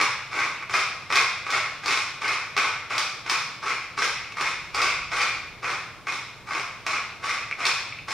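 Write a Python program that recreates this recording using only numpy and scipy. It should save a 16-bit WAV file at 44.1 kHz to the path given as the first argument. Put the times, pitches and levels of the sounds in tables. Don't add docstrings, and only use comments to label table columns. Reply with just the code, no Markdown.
import sys
import numpy as np
from scipy import signal
from scipy.fft import rfft, irfft, next_fast_len
from scipy.io import wavfile
from scipy.ndimage import uniform_filter1d, map_coordinates

SR = 44100
rng = np.random.default_rng(int(sys.argv[2]) if len(sys.argv) > 2 else 0)


def unload_wav(signal):
    wavfile.write(
        sys.argv[1],
        SR,
        np.round(np.clip(np.atleast_2d(signal).T, -1, 1) * 32767).astype(np.int16),
    )


N = 358533
TIME = np.arange(N) / SR


def amp(db):
    return 10 ** (np.asarray(db) / 20)


def unit(x):
    return x / np.sqrt(np.mean(x ** 2) + 1e-20)


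def along(points, hz):
    point_hz, value = np.transpose(points)
    return np.interp(np.log(hz + 1), np.log(point_hz), value)


def wobble(rate):
    knots = rng.standard_normal(int(N * rate / SR) + 4)
    return map_coordinates(knots, [TIME * rate], order=2)


def filtered(x, response):
    size = next_fast_len(x.shape[-1] + 4096)
    gain = response(np.fft.rfftfreq(size, 1 / SR))
    return irfft(rfft(x, size) * gain, size)[..., :x.shape[-1]]


def add(track, s, sound):
    part = track[..., max(round(s * SR), 0):][..., :sound.shape[-1]]
    part += sound[..., :part.shape[-1]]


def fractures(count, rate, spread_db):
    chance, size = rng.random(count), rng.standard_normal(count)
    sign = rng.choice([-1, 1], count)
    return (chance < rate / SR) * sign * amp(spread_db * np.clip(size, -2, 2))


def burst(life, attack):
    t = TIME[:SR // 40]
    force = amp(-60 * t / life) * (1 - np.exp(-t / attack))
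    spectrum = rfft(force * rng.standard_normal(len(t)), 2 * len(t))
    even = irfft(np.exp(1j * np.angle(spectrum)))[:len(t)]
    return unit(even)


# freq_hz, relative_level_db
CRUNCH_COLOUR = [(60, -44.5), (200, -24.5), (330, -14), (600, -13), (900, -7), (1300, -2.5), (1750, -6),
                 (2300, -3), (3000, -11.5), (5600, -14.5), (7000, -22), (9200, -28), (10800, -38.5),
                 (15500, -48.5)]
# freq_hz, width_hz, peak_db (over the broad colour)
BARREL_MODES = [(500, 10, 6.5), (1120, 113, 6), (1260, 240, 2.5), (1460, 150, 2), (2148, 175, 5.5),
                (2295, 210, 2.5), (2485, 77, 9), (3680, 360, 3), (5310, 400, 4)]


def mill_ring(boom_db, crisp_db, boom_hz=1700, crisp_hz=2900, size=2048):
    hz = np.fft.rfftfreq(size, 1 / SR)
    grip = 1 + .009 * rng.standard_normal(len(BARREL_MODES))
    db = along(CRUNCH_COLOUR, hz)
    for (mode_hz, width_hz, peak_db), shift in zip(BARREL_MODES, grip):
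        db = db + peak_db / (1 + (2 * (hz - mode_hz * shift) / width_hz) ** 2)
    boom = boom_db / (1 + (hz / boom_hz) ** 8)
    crisp = crisp_db * (1 - 1 / (1 + (hz / crisp_hz) ** 8))
    gain = unit(amp(db)) * amp(boom + crisp)
    cepstrum = irfft(np.log(gain + 1e-6))
    causal = np.r_[1, np.full(size // 2 - 1, 2), np.zeros(size // 2)]
    return irfft(np.exp(rfft(cepstrum * causal)))


BITE_BOOM_DB, BITE_CRISP_DB = 5.5, 4.5
CREST_BOOM_DB, CREST_CRISP_DB = -1.5, -1.5
EASE_S, EASE_DB = .055, -9.5
RELEASE_DB_PER_S, GRIP_S = 1100, 0.0058
SPLIT_RATE, SPLIT_DB, SPLIT_CRISP_DB = 45, -5.5, 5
# start_s, rise_s (to the crest), crest_db,
# bite_db (first bite against the crest), knock_db (burr catching, before its trim), boom_db, crisp_db
TWISTS = [(0.0, 0.0058, -19.5, -10, -8.5, -3.5, -5), (.32, 0.076, -20.5, -8.5, -34, .5, -5),
          (.695, 0.071, -20.5, -16.5, -18.5, -3, 0.5), (1.102, 0.07, -19, -9.5, -17, 1.5, -1),
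          (1.465, 0.074, -18.5, -19.5, -19.5, 0, -3.5), (1.835, 0.074, -19.5, -13, -24, -2, -1),
          (2.217, 0.089, -23, -3, -18, -2, -4.5), (2.565, 0.049, -20.5, -15, -15, 1.5, -3.5),
          (2.904, 0.077, -26.5, -1, -18, 0, -2.5), (3.262, 0.084, -26.5, -8.5, -19.5, -2, 0),
          (3.627, 0.062, -27, -5, -24.5, 2.5, -1), (3.976, 0.059, -24.5, -2, -19, 0.5, 2.5),
          (4.369, 0.077, -23.5, -8, -19.5, -2, -2.5), (4.745, 0.11, -20.5, -5.5, -24, -2, -2),
          (5.117, .11, -20.5, -6, -17.5, -2.5, -2.5), (5.629, 0.083, -27.5, -6, -25, 3, -1),
          (6.069, .055, -32, -5, -17, -2, 1), (6.47, 0.088, -25, -11, -42, 1.5, -1.5),
          (6.865, 0.063, -23, -8.5, -16.5, -3.5, -1.5), (7.23, 0.076, -24, -5, -26.5, -1.5, -2),
          (7.59, 0.056, -22.5, -6.5, -25, -1, -3.5), (8.085, 0.021, -29, 4.5, -22.5, 0, 3.5)]


def grinding(clump_db=4):
    out, t = np.zeros(N), TIME[:SR // 3]
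    clumps = amp(clump_db * wobble(190))
    for s, rise, crest_db, bite_db, _, boom_db, crisp_db in TWISTS:
        effort_db = np.interp(t, [0, rise, rise + EASE_S], [bite_db, 0, EASE_DB])
        effort_db -= RELEASE_DB_PER_S * np.maximum(t - rise - EASE_S, 0)
        effort = amp(crest_db + effort_db) * (1 - np.exp(-t / GRIP_S))
        pressure = np.minimum(t / rise, 1)
        grains = fractures(count=len(t), rate=1600, spread_db=5.0)
        grains *= np.roll(clumps, -round(s * SR))[:len(t)]
        running_power = np.abs(uniform_filter1d(grains ** 2, size=SR // 30))
        grains /= np.sqrt(running_power + 1e-9)
        split_times = fractures(count=len(t), rate=SPLIT_RATE, spread_db=2)
        splits = unit(signal.fftconvolve(split_times, burst(life=0.0029, attack=0.00043))[:len(t)])
        bite_ring = mill_ring(boom_db + BITE_BOOM_DB, crisp_db + BITE_CRISP_DB)
        crest_ring = mill_ring(boom_db + CREST_BOOM_DB, crisp_db + CREST_CRISP_DB)
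        split_ring = mill_ring(boom_db + CREST_BOOM_DB, crisp_db + SPLIT_CRISP_DB)
        woody = signal.fftconvolve((1 - pressure) * effort * grains, bite_ring)
        crunch = signal.fftconvolve(pressure * effort * grains, crest_ring)
        crackle = signal.fftconvolve(pressure * effort * splits, split_ring)
        add(out, s, woody + crunch + amp(SPLIT_DB) * crackle)
    return out


LEAD_S, LEAD_DB = .012, -5
CATCH_BOOM_DB, CATCH_CRISP_DB = 3.5, -3.5


def catching():
    out, t = np.zeros(N), TIME[:SR // 30]
    for s, _, crest_db, bite_db, knock_db, boom_db, _ in TWISTS:
        scrape = rng.standard_normal(len(t)) * np.interp(t, [0, LEAD_S, 2 * LEAD_S], [0, 1, 0])
        scrape = signal.fftconvolve(scrape, mill_ring(BITE_BOOM_DB, BITE_CRISP_DB))
        add(out, s - LEAD_S, amp(crest_db + bite_db + LEAD_DB) * scrape)
        knock = burst(life=0.017, attack=0.0016)
        knock = signal.fftconvolve(knock, mill_ring(boom_db + CATCH_BOOM_DB, CATCH_CRISP_DB))
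        add(out, s, amp(knock_db - 10.5) * knock)
    return out


# start_s, level_db (before the trim), boom_db, crisp_db
CRACKS = [(.013, -10.5, 2, 3), (0.738, -16.5, 3, 3), (.741, -9, 0, -11), (1.124, -11, -3.5, 0),
          (1.156, -13, -4, 7.5), (1.171, -8, -16, -4.5), (1.504, -25, -30, 13), (1.859, -22, 8, 10),
          (1.88, -13.5, -1, 1), (1.974, -17, -1, 5.5), (2.279, -26.5, 7, 13), (2.566, -10.5, -17, -3),
          (2.577, -10.5, 0, 0.5), (2.98, -15, 0, 9), (3.297, -12, -1, 5.5), (3.313, -16.5, 3.5, 2.5),
          (3.705, -8.5, -15, -16), (4.022, -10, -4, -8), (4.41, -18, 4, 5), (4.746, -28, 11, 14.5),
          (4.817, -14.5, -10, 6.5), (5.216, -15, -7, 3), (5.643, -14.5, -2.5, -8), (6.084, -15.5, -8, -7),
          (6.122, -25, 5.5, 7), (6.865, -16, 2.5, 2.5), (6.936, -17.5, 3, -12), (7.653, -11.5, -3, 4),
          (7.666, -14, 0.5, 8)]
# start_s, level_db (before the trim), boom_db, crisp_db
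KNOCKS = [(.625, -27, -0.5, -9), (4.322, -39, 1, 7), (7.511, -20, -8.5, -10.5)]


def striking(blows):
    out = np.zeros(N)
    for s, db, boom_db, crisp_db in blows:
        blow = burst(life=0.012, attack=0.0011)
        add(out, s, amp(db) * signal.fftconvolve(blow, mill_ring(boom_db, crisp_db)))
    return amp(-9.0) * out


SNAP_HZ, SNAP_SCATTER = 4820, 0.057
SNAP_DB = -5.5
SNAP_COLOUR = [(200, -32), (1000, -31), (3000, -2.5), (5500, -0.5), (7000, -22), (14000, -22)]  # Hz, dB


def snapping(life=0.0083, attack=0.00038, grit=1.0):
    out, t = np.zeros(N), TIME[:SR // 80]
    for s, db, _, crisp_db in CRACKS:
        hz = SNAP_HZ * np.exp(SNAP_SCATTER * rng.standard_normal())
        jitter = np.cumsum(0.22 * rng.standard_normal(len(t)))
        ping = np.sin(2 * np.pi * hz * t + jitter)
        envelope = amp(db + crisp_db - 60 * t / life) * (1 - np.exp(-t / attack))
        add(out, s, envelope * (ping + grit * rng.standard_normal(len(t))))
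    return amp(SNAP_DB) * filtered(out, lambda hz: amp(along(SNAP_COLOUR, hz)))


# start_s, length_s, level_db (before the trim)
CREAKS = [(.577, 0.11, -36), (1.301, .094, -37), (3.77, 0.12, -39), (4.131, .21, -39), (4.87, 0.17, -31.5),
          (7.37, 0.078, -33.5), (7.52, .03, -28), (7.878, 0.15, -41)]


def creaking(slips=130, spread_db=5.0, creak_hz=2400, life=0.0077, fade_db=7):
    out, t = np.zeros(N), TIME[:SR // 80]
    envelope = amp(-60 * t / life) * (1 - np.exp(-t / 0.00093))
    for start, length, db in CREAKS:
        gaps = rng.uniform(.4, 1.6, 60)
        sizes, pitches = rng.standard_normal(60), rng.standard_normal(60)
        ages = (np.cumsum(gaps) - gaps[0]) / slips
        for age, size, pitch in zip(ages, sizes, pitches):
            if age < length:
                tick = np.sin(2 * np.pi * creak_hz * (1 + 0.051 * pitch) * t) * envelope
                tick_db = db + spread_db * size - fade_db * age / length
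                add(out, start + age, amp(tick_db) * tick)
    return amp(14.0) * out


def rattling():
    start, _, crest_db, *_ = np.transpose(TWISTS)
    ticks = fractures(count=N, rate=58, spread_db=5) * amp(np.interp(TIME, start, crest_db))
    return amp(-55.5) * unit(signal.fftconvolve(ticks, mill_ring(boom_db=-1.0, crisp_db=2.0))[:N])


def counter(x, count=6):
    paths = np.zeros((2, SR // 40))
    paths[:, 0] = 1
    delays = rng.uniform(.002, .016, count)
    for delay, sign in zip(delays, rng.choice([-1, 1], count)):
        paths[:, round(delay * SR)] += sign * amp(-12.0)
    return signal.oaconvolve(x[None], paths, axes=1)[:, :N]


# freq_hz, side_gain_db
WIDTH = [(100, -6.5), (380, -9), (700, -15), (1300, -17.5), (2400, -10), (4400, -4), (8000, 1.5),
         (15000, 3.5)]


def stereo(mid, side):
    side = filtered(side, lambda hz: amp(along(WIDTH, hz)))
    return np.array([mid + side, mid - side])


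# freq_hz, t60_s
KITCHEN_DECAY = [(200, 0.15), (600, 0.71), (1400, 0.75), (3700, 0.86), (10000, 0.53)]


def kitchen(x, build_up=0.0026, count=6):
    out = np.zeros((2, N))
    for k in range(count):
        hz, t, bands = signal.stft(rng.standard_normal((2, SR * 3 // 4)), SR, nperseg=256)
        t60 = along(KITCHEN_DECAY, hz)[:, None]
        decay = amp(-60 * t / t60) * (1 - np.exp(-t / build_up)) / np.sqrt(t60)
        tail = signal.istft(bands * decay, SR)[1]
        echoes = stereo(*tail / np.linalg.norm(tail[0]))
        place = (TIME * 55 - k) % count
        share = np.sin(np.pi / 2 * np.minimum(place, 2))
        out += signal.oaconvolve((share * x)[None], echoes, axes=1)[:, :N]
    return out


# freq_hz, relative_level_db
AIR_COLOUR = [(15, -20), (30, -3.5), (50, -15.5), (120, 4), (220, -7), (400, -6.5), (1000, -8),
              (4000, -19.5), (15000, -39)]
# time_s, level_db
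RUMBLE_LEVEL = [(0, -56), (3.8, -59.5), (4.8, -48), (5.4, -50.5), (5.9, -58), (8.1, -55)]
RUMBLE_COLOUR = [(12, -20), (32, -6), (50, -3), (90, -3.0), (170, -7), (500, -90)]  # Hz, relative dB


def background():
    air = unit(filtered(rng.standard_normal((2, N)), lambda hz: amp(along(AIR_COLOUR, hz))))
    hum_level = amp(-66.5 + 3.8 * wobble(7.1))
    hum = hum_level * np.sin(2 * np.pi * 109 * TIME + 1.2 * wobble(6.6))
    low = unit(filtered(rng.standard_normal((2, N)), lambda hz: amp(along(RUMBLE_COLOUR, hz))))
    swell = amp(np.interp(TIME, *np.transpose(RUMBLE_LEVEL)))
    rumble = swell * stereo(*low) * amp([[-7], [-2]])
    return hum + amp(-49.0) * stereo(*air) + rumble


def scene():
    mill = catching() + grinding() + striking(CRACKS) + rattling()
    ticks = snapping() + creaking() + striking(KNOCKS)
    direct = counter(amp(-7.0) * mill + ticks)
    room = amp(-1.26) * kitchen(mill + amp(-2) * ticks)
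    return direct + room + background()


# freq_hz, left_minus_right_db
LEAN = [(100, -1.5), (300, -0.5), (1200, 0), (2200, 0.6), (4400, 1.6), (8000, -0.5), (14000, -.7)]
TOP_HZ = 15700


def record(dry):
    def response(hz):
        notch = 1 - .8 / (1 + ((hz - 7860) / 60) ** 2)
        lean = amp(np.outer([.5, -.5], along(LEAN, hz)))
        return lean * notch * (hz < TOP_HZ)
    return filtered(dry, response)


dry = scene()
out = record(dry)
unload_wav(out)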